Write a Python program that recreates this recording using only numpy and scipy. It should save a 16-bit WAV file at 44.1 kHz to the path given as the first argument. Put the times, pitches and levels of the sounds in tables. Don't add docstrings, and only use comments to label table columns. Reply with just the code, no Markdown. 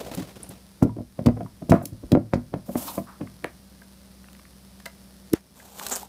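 import sys
import numpy as np
from scipy import signal
from scipy.fft import rfft, irfft
from scipy.io import wavfile
from scipy.ndimage import uniform_filter1d, minimum_filter1d

SR = 44100
rng = np.random.default_rng(int(sys.argv[2]) if len(sys.argv) > 2 else 0)


def bounce(signal):
    frames = np.transpose(np.atleast_2d(signal))
    limited = np.clip(frames, -1, 1)
    pcm = np.round(limited * 32767).astype(np.int16)
    wavfile.write(sys.argv[1], SR, pcm)


N = 268260
TIME, FREQS = np.arange(N) / SR, np.fft.rfftfreq(N, 1 / SR)

# (pitch [Hz], relative level [dB], time to fade by 60 dB [s])
FLOOR_TONES = [(63, -28, .1), (114, -21, .13), (182, -21, .07), (250.5, -12, .1), (290, -16, .07),
               (515, -17, .045), (574, -16, .065), (675, -19, .06), (958, -24, .05), (1180, -32, .04),
               (2020, -28, .06)]


def hops(other_foot_s=0.008, light_bass_db=-9):
    # (landing time [s], first touch earlier by [s], peak [dB], hardness [Hz], extra bass [dB],
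    #  second pair later by [s], its peak [dB], its hardness [Hz], change per bounce [dB],
    #  paper slap peak [dB], slap pitch [Hz], slap fade [s])
    landings = [(.825, 0.0011, 0.5, 315, 0.5, 0.025, -11.5, 287, -10, -26.5, 6020, 0.011),
                (1.268, 0.0088, 0.5, 325, 13, .018, -9, 556, -30, -23.5, 2714, 0.008),
                (1.708, 0.014, -2, 200, 3, .0115, 2, 940, -3, -26, 4960, 0.013),
                (2.127, .009, 0, 227, 0.5, .024, 3, 500, -6.5, -18.5, 2500, 0.0031)]
    out = np.zeros(N)
    for s, lead, db, hard_hz, bass_db, gap, second_db, second_hz, bounce_db, *slap in landings:
        slap_db, slap_hz, slap_fade = slap
        add(out, s - lead, scuff(slap_db, slap_hz, octaves=1.79, fade_s=slap_fade))
        add(out, *footfall(s - lead, db - 9, hard_hz=460, bass_db=-4))
        add(out, *footfall(s, db, hard_hz, bass_db))
        for part in step(s + gap, second_db, second_hz, light_bass_db, bounce_db, bounces=1):
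            add(out, *part)
        for pair_s, pair_db in (s, db), (s + gap, second_db):
            add(out, *footfall(pair_s + other_foot_s, pair_db - 5.5, hard_hz=299, bass_db=light_bass_db))
    return out


def steps():
    # (time [s], peak [dB], hardness [Hz], extra bass [dB], change per bounce [dB])
    single_steps = [(0.18, -20, 249, 4.5, -6), (.493, -32.5, 304, 2, -11), (.965, -25.5, 405, -4, 1),
                    (1.191, -15, 620, 2, -11), (1.371, -25, 653, -8, -11), (1.407, -22, 656, 0, -4),
                    (1.621, -24, 540, -1, -9), (1.815, -24.5, 815, -18, -2.5), (1.923, -23.5, 202, 6, -12),
                    (2.035, -22.5, 460, 11, -18), (2.335, -2.5, 1150, 5, -8.5),
                    (2.539, -10.5, 853, -3.5, -11.5), (2.691, -20.5, 392, -15, -29),
                    (2.755, -11, 813, -5, -13), (2.979, -15, 800, 2, -12.5), (3.212, -20, 840, -3, -7.5),
                    (3.4443, -18, 906, -7.5, -18)]
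    out = np.zeros(N)
    for row in single_steps:
        for part in step(*row):
            add(out, *part)
    return out


def step(s, db, hard_hz, bass_db, bounce_db, bounces=2, bounce_s=0.0205, bounce_hz=343):
    crack_db = db - 22.5 + 7 * np.log2(hard_hz / 1000)
    crack = scuff(crack_db, centre_hz=2310, octaves=1.0, fade_s=0.0017, skirt_db=-31)
    rebounds = [footfall(s + k * bounce_s, db + k * bounce_db, min(hard_hz, bounce_hz), bass_db)
                for k in range(1, bounces + 1)]
    return [(s, crack), footfall(s, db, hard_hz, bass_db)] + rebounds


def footfall(s, db, hard_hz, bass_db, chatter_s=0.0052, size=16384):
    hz, t = np.fft.rfftfreq(size, 1 / SR), (np.arange(size) - size // 2) / SR
    lead_samples = size // 8
    spot, grip = rng.standard_normal((2, len(FLOOR_TONES)))
    chatter = rng.standard_normal(size) * np.exp(-abs(t - chatter_s / 2) / chatter_s)
    contact = (t == 0) + gain_of(-15 - 0.96 * db) * chatter / np.linalg.norm(chatter)
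    softness_db = -10.8 * np.log10(1 + (hz / hard_hz) ** 4)
    weight_db = bass_db / (1 + (hz / 190) ** 4)
    force = irfft(rfft(contact) * gain_of(softness_db + weight_db))[size // 2 - lead_samples:]
    floor = floor_response(tone_changes_db=3.5 * spot - 0.07 * db, detune=0.039 * grip)
    blow = signal.fftconvolve(force, floor)
    return s - lead_samples / SR, gain_of(db) * blow / abs(blow).max()


def floor_response(tone_changes_db, detune, ring_db=-17, delay_at_500_hz_s=0.001356, size=16384):
    knock_colour = [(30, -14.5), (70, -12), (140, 9), (330, -5.5), (560, -1), (800, -20), (1300, -15.5),
                    (2500, -8.5), (5000, -48), (16000, -2)]
    echoes = [(.0047, 0.029), (.0075, -0.52), (0.0138, -0.052), (0.0207, .2), (.0295, 0.0064)]
    t, hz = np.arange(size) / SR, np.fft.rfftfreq(size, 1 / SR)
    knock = shortest_pulse(value_at(knock_colour, hz))
    knock /= abs(knock).max()
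    out = knock.copy()
    for delay, gain in echoes:
        add(out, delay, gain * knock)
    for (pitch, db, ring_s), change_db, shift in zip(FLOOR_TONES, tone_changes_db, detune):
        fade = gain_of(ring_db + db + change_db - 60 * t / ring_s)
        out += fade * np.cos(2 * np.pi * pitch * (1 + shift) * t)
    return irfft(rfft(out) * np.exp(-4j * np.pi * delay_at_500_hz_s * np.sqrt(500 * hz)))


def clacks(rise_s=0.0009, spot_octaves=0.22, far_db=-22, size=8192):
    blows = [(.822, -18.5, 1350), (.894, -31, 990), (1.267, -18, 1080), (1.462, -31.5, 1100),
             (1.7195, -3.5, 660), (2.148, -16, 1352), (3.4442, -25, 1580), (3.819, -31.5, 1660),
             (4.8615, -16, 1790)]
    # (pitch [Hz], relative level [dB], time to fade by 60 dB [s])
    plastic_tones = [(552, -0.5, 0.063), (669, 4, 0.057), (793, -17, .04), (970, -3, 0.075),
                     (1080, 5, 0.01), (1378, -13, 0.11), (1607, -0.5, 0.015), (2050, 3.5, 0.022)]
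    out, t = np.zeros(N), np.arange(size) / SR
    for s, db, spot_hz in blows:
        for hz, tone_db, ring_s in plastic_tones:
            spot_db = far_db * (1 - np.exp(-(np.log2(hz / spot_hz) / spot_octaves) ** 2))
            loudness = gain_of(db + tone_db + spot_db - 60 * t / ring_s) * (1 - np.exp(-t / rise_s))
            add(out, s, loudness * np.sin(2 * np.pi * hz * t))
    return out


def shuffle(rise_s=0.0017, fall_db_per_s=393):
    strokes = [(0, 0.006, -41), (0.048, 0.024, -45.5), (0.113, 0.034, -42.5), (0.173, 0.02, -43.5),
               (0.221, 0.019, -46.5), (0.272, 0.039, -49.5), (0.356, 0.12, -56), (0.464, 0.11, -54.5)]
    colour = [(30, -3), (120, 0.5), (300, -2.5), (600, -4.5), (900, -11), (1600, -17), (4000, -18.5),
              (6500, -22.5), (15000, -27.5)]
    strength = np.zeros(N)
    for s, length, db in strokes:
        bite = np.clip((TIME - s) / rise_s, 0, 1)
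        strength += bite * gain_of(db - fall_db_per_s * np.maximum(TIME - s - length, 0))
    return rub(strength, colour, (1200, 8300), db=-2.5, grain_db=1, catches_per_s=8100, uneven_db=3.5)


def slide():
    push = [(2.66, -55), (2.76, -46.5), (2.776, -34.5), (2.874, -38), (2.948, -44.5), (2.954, -40.5),
            (3.06, -63)]
    colour = [(180, -16), (300, 0.5), (440, -15.5), (537, -4.5), (946, -7), (2030, -21.5), (3240, -16.5),
              (4020, -18), (13500, -9), (15200, -11.5), (16000, -12)]
    return rub(pressure(push), colour, (3500, 16600),
               db=-0.5, grain_db=0.5, catches_per_s=20000, uneven_db=1.5)


def scuffs(ticks_per_s=20):
    slips = [(.002, -27, 503, 0.53, 0.019), (.058, -30.5, 557, 0.41, 0.032),
             (0.149, -22, 11500, 1.1, 0.0022), (0.43, -29, 9500, 0.19, 0.004),
             (0.49, -32.5, 10100, .4, 0.0046), (1.717, -19.5, 950, 0.69, 0.039),
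             (1.821, -37, 11000, 0.77, 0.02), (1.8543, -15.5, 9900, 1.56, 0.0034),
             (2.335, -30, 4630, 0.71, .012), (2.869, -28.5, 990, 0.38, 0.027),
             (2.873, -30, 3860, 0.8, .022), (3.06, -39.5, 1100, 0.58, 0.066),
             (3.271, -38, 1690, 0.47, 0.0039), (3.4433, -16, 1490, 0.46, 0.0013),
             (4.331, -34, 1890, 5.4, 0.0013), (4.801, -39, 1430, 2, 0.0027),
             (4.856, -24.5, 2000, 2.6, 0.0057), (5.599, -41, 1740, 0.42, 0.0047),
             (5.796, -22, 1340, 2.2, 0.0018), (5.8644, -16.5, 7000, 4.4, 0.0044),
             (5.911, -20.5, 6970, 0.25, 0.026), (5.804, -30, 885, 0.44, 0.013),
             (5.905, -31, 1300, 0.53, 0.038), (6.03, -31.5, 840, 0.18, 0.00084)]
    snaps = [(5.886, -21), (5.898, -20), (5.9541, -16.5), (5.9588, -15), (5.964, -15.5), (5.997, -28)]
    out = np.zeros(N)
    for s, db, centre_hz, octaves, fade_s in slips:
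        add(out, s, scuff(db, centre_hz, octaves, fade_s))
    for s, db in snaps:
        add(out, s, scuff(db, centre_hz=8000, octaves=0.61, fade_s=0.0008))
    for s in np.arange(4.23, 4.47, 1 / ticks_per_s):
        late_s = rng.random() / ticks_per_s / 2
        add(out, s + late_s, scuff(db=-41, centre_hz=1600, octaves=0.9, fade_s=0.0024))
    return out


def scuff(db, centre_hz, octaves, fade_s, skirt_db=-34, size=8192):
    t, hz = np.arange(size) / SR, np.fft.rfftfreq(size, 1 / SR)
    octaves_away = np.log2((hz + 1) / centre_hz)
    colour = shortest_pulse(skirt_db * (1 - np.exp(-(octaves_away / (2 * octaves)) ** 2)))
    swell = (t / fade_s * np.exp(-2 * t / fade_s)) ** 1.3
    burst = signal.fftconvolve(rng.standard_normal(size) * swell, colour)[:size]
    return gain_of(db) * burst / abs(burst).max()


def finger_bump(s=5.3378, gain_db=-12.5, throb_s=0.0048, push_s=0.00078, click_lead_s=0.0054):
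    case_tones = [(235, -29), (320, 2.5), (430, -7.5)]
    t = TIME - s
    tones = sum(gain_of(db) * np.sin(2 * np.pi * hz * t) for hz, db in case_tones)
    throb = np.exp(-abs(t) / throb_s) * tones
    push = 2 * t / push_s * np.exp(-(t / push_s) ** 2 / 2)
    out = -gain_of(gain_db) * (throb + push)
    add(out, s - click_lead_s, scuff(db=-15.5, centre_hz=8500, octaves=1.5, fade_s=0.0038))
    add(out, s - click_lead_s / 2, scuff(db=-19, centre_hz=1100, octaves=1.0, fade_s=0.0042))
    add(out, s + 0.0039, scuff(db=-31, centre_hz=585, octaves=2.3, fade_s=0.024))
    return out


def finger_rub():
    grip = [(5.53, -75), (5.56, -52.5), (5.775, -48), (5.815, -37), (5.85, -43), (5.925, -34), (5.976, -38),
            (6.06, -47)]
    colour = [(88, -48), (150, -13), (240, 1.5), (303, -8.5), (383, -2), (675, -0.5), (837, 1),
              (1900, -14.5), (3550, -10), (4080, -10), (4950, -12.5), (7770, -7), (10000, -13), (14500, -9),
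              (16000, -25)]
    return rub(pressure(grip), colour, (3200, 15300),
               db=-3, grain_db=2.5, catches_per_s=9900, uneven_db=3.5)


def rub(strength, colour, band_hz, db, grain_db, catches_per_s, uneven_db):
    catches = (rng.random(N) < catches_per_s / SR) * rng.standard_normal(N)
    catches *= gain_of(grain_db * np.minimum(rng.exponential(1, N), 4))
    catches *= gain_of(uneven_db * wander(rate_hz=41))
    return coloured(catches, colour, band_hz) * gain_of(db) * strength


def room(x, build_s=0.0087, size=22050):
    ring_times = [(80, 0.6), (260, 0.1), (700, 0.22), (2000, 0.2), (6000, 0.15)]
    hz, t, noise = signal.stft(rng.standard_normal(size), SR, nperseg=256)
    fade = gain_of(-60 * t / value_at(ring_times, hz)[:, None])
    build_up = 1 - np.exp(-(t / build_s) ** 2)
    tail = signal.istft(noise * fade * build_up, SR)[1]
    return signal.fftconvolve(x, tail / np.linalg.norm(tail))[:N]


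def background(ticks_per_s=120, buzz_db=-6, hiss_db=-60):
    hiss_colour = [(20, -12), (60, -8), (130, -9), (190, -4), (260, -11.5), (450, -18), (560, -15.5),
                   (750, -21), (1700, -25), (2600, -28), (5200, -23), (7100, -31), (9400, -25),
                   (15500, -32.5)]
    hum_tones = [(64.6, -58.5), (193.8, -57)]
    # (time [s], level change [dB])
    swell = [(0, 5.5), (.8, 2), (.95, -3.5), (2.4, 3.5), (3.5, 2.5), (5.33, 4.5), (5.42, -4), (5.55, -3.5),
             (6.08, 3)]
    at = np.round(np.arange(0, N - 1, SR / ticks_per_s)).astype(int)
    tick_db = 4 * np.clip(rng.standard_normal(len(at)), -2, 2)
    ticks = np.zeros(N)
    ticks[at] = gain_of(tick_db) * rng.choice([-1, 1], len(at))
    buzz = gain_of(buzz_db) * evened(ticks)
    buzzy_hiss = coloured(rng.standard_normal(N) + buzz, hiss_colour, band_hz=(2000, 15000))
    hum = sum(np.sqrt(2) * gain_of(db + wander(rate_hz=0.22)) * np.sin(2 * np.pi * hz * TIME)
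              for hz, db in hum_tones)
    swell_db = np.interp(TIME, *np.transpose(swell))
    return gain_of(hiss_db + swell_db / 2) * buzzy_hiss + gain_of(swell_db) * hum


def gain_of(db):
    return 10 ** (np.asarray(db) / 20)


def pressure(curve):
    return gain_of(np.interp(TIME, *np.transpose(curve), left=-120, right=-120))


def evened(x):
    return x / np.sqrt(np.mean(x ** 2) + 1e-20)


def wander(rate_hz):
    return evened(irfft(rfft(rng.standard_normal(N)) * np.exp(-(FREQS / rate_hz) ** 2), N))


def value_at(points, hz):
    point_hz, value = np.transpose(points)
    return np.interp(np.log(hz + 1), np.log(point_hz + 1), value)


def coloured(x, colour, band_hz):
    spectrum = rfft(x) * gain_of(value_at(colour, FREQS))
    in_band = (FREQS > band_hz[0]) * (FREQS < band_hz[1])
    return irfft(spectrum, N) / np.std(irfft(spectrum * in_band, N))


def shortest_pulse(db):
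    folded = irfft(np.log(gain_of(np.maximum(db, -100))))
    half = len(folded) // 2
    folded[1:half] *= 2
    folded[half + 1:] = 0
    return irfft(np.exp(rfft(folded)))


def add(mix, s, sound):
    part = mix[max(round(s * SR), 0):][:len(sound)]
    part += sound[:len(part)]


def scene():
    toy = hops() + steps() + clacks()
    slips = scuffs()
    rubbing = shuffle() + slide() + finger_rub()
    echo = gain_of(-15.5) * room(toy) + gain_of(-12.5) * room(slips)
    return (toy + slips + finger_bump() + rubbing + echo + background())[None]


def record(dry, low_cut_hz=50, high_cut_hz=15600, ceiling_db=-3, quick_db_per_s=600, slow_db_per_s=7):
    dry = signal.lfilter(*signal.butter(3, low_cut_hz, "highpass", fs=SR), dry)
    over_db = np.maximum(20 * np.log10(abs(dry[0]) + 1e-9) - ceiling_db, 0)
    quick, slow = TIME * quick_db_per_s, TIME * slow_db_per_s
    quick_cut_db = np.maximum.accumulate(over_db + quick) - quick
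    slow_cut_db = np.maximum.accumulate(0.86 * over_db + slow) - slow
    cut_db = np.maximum(quick_cut_db, slow_cut_db)
    volume_db = uniform_filter1d(minimum_filter1d(-cut_db, size=89), size=89)
    treble_cut = signal.firwin(511, high_cut_hz, window=("kaiser", 9), fs=SR)
    return signal.oaconvolve(dry * gain_of(volume_db), treble_cut[None], "same")


dry = scene()
out = record(dry)
bounce(out)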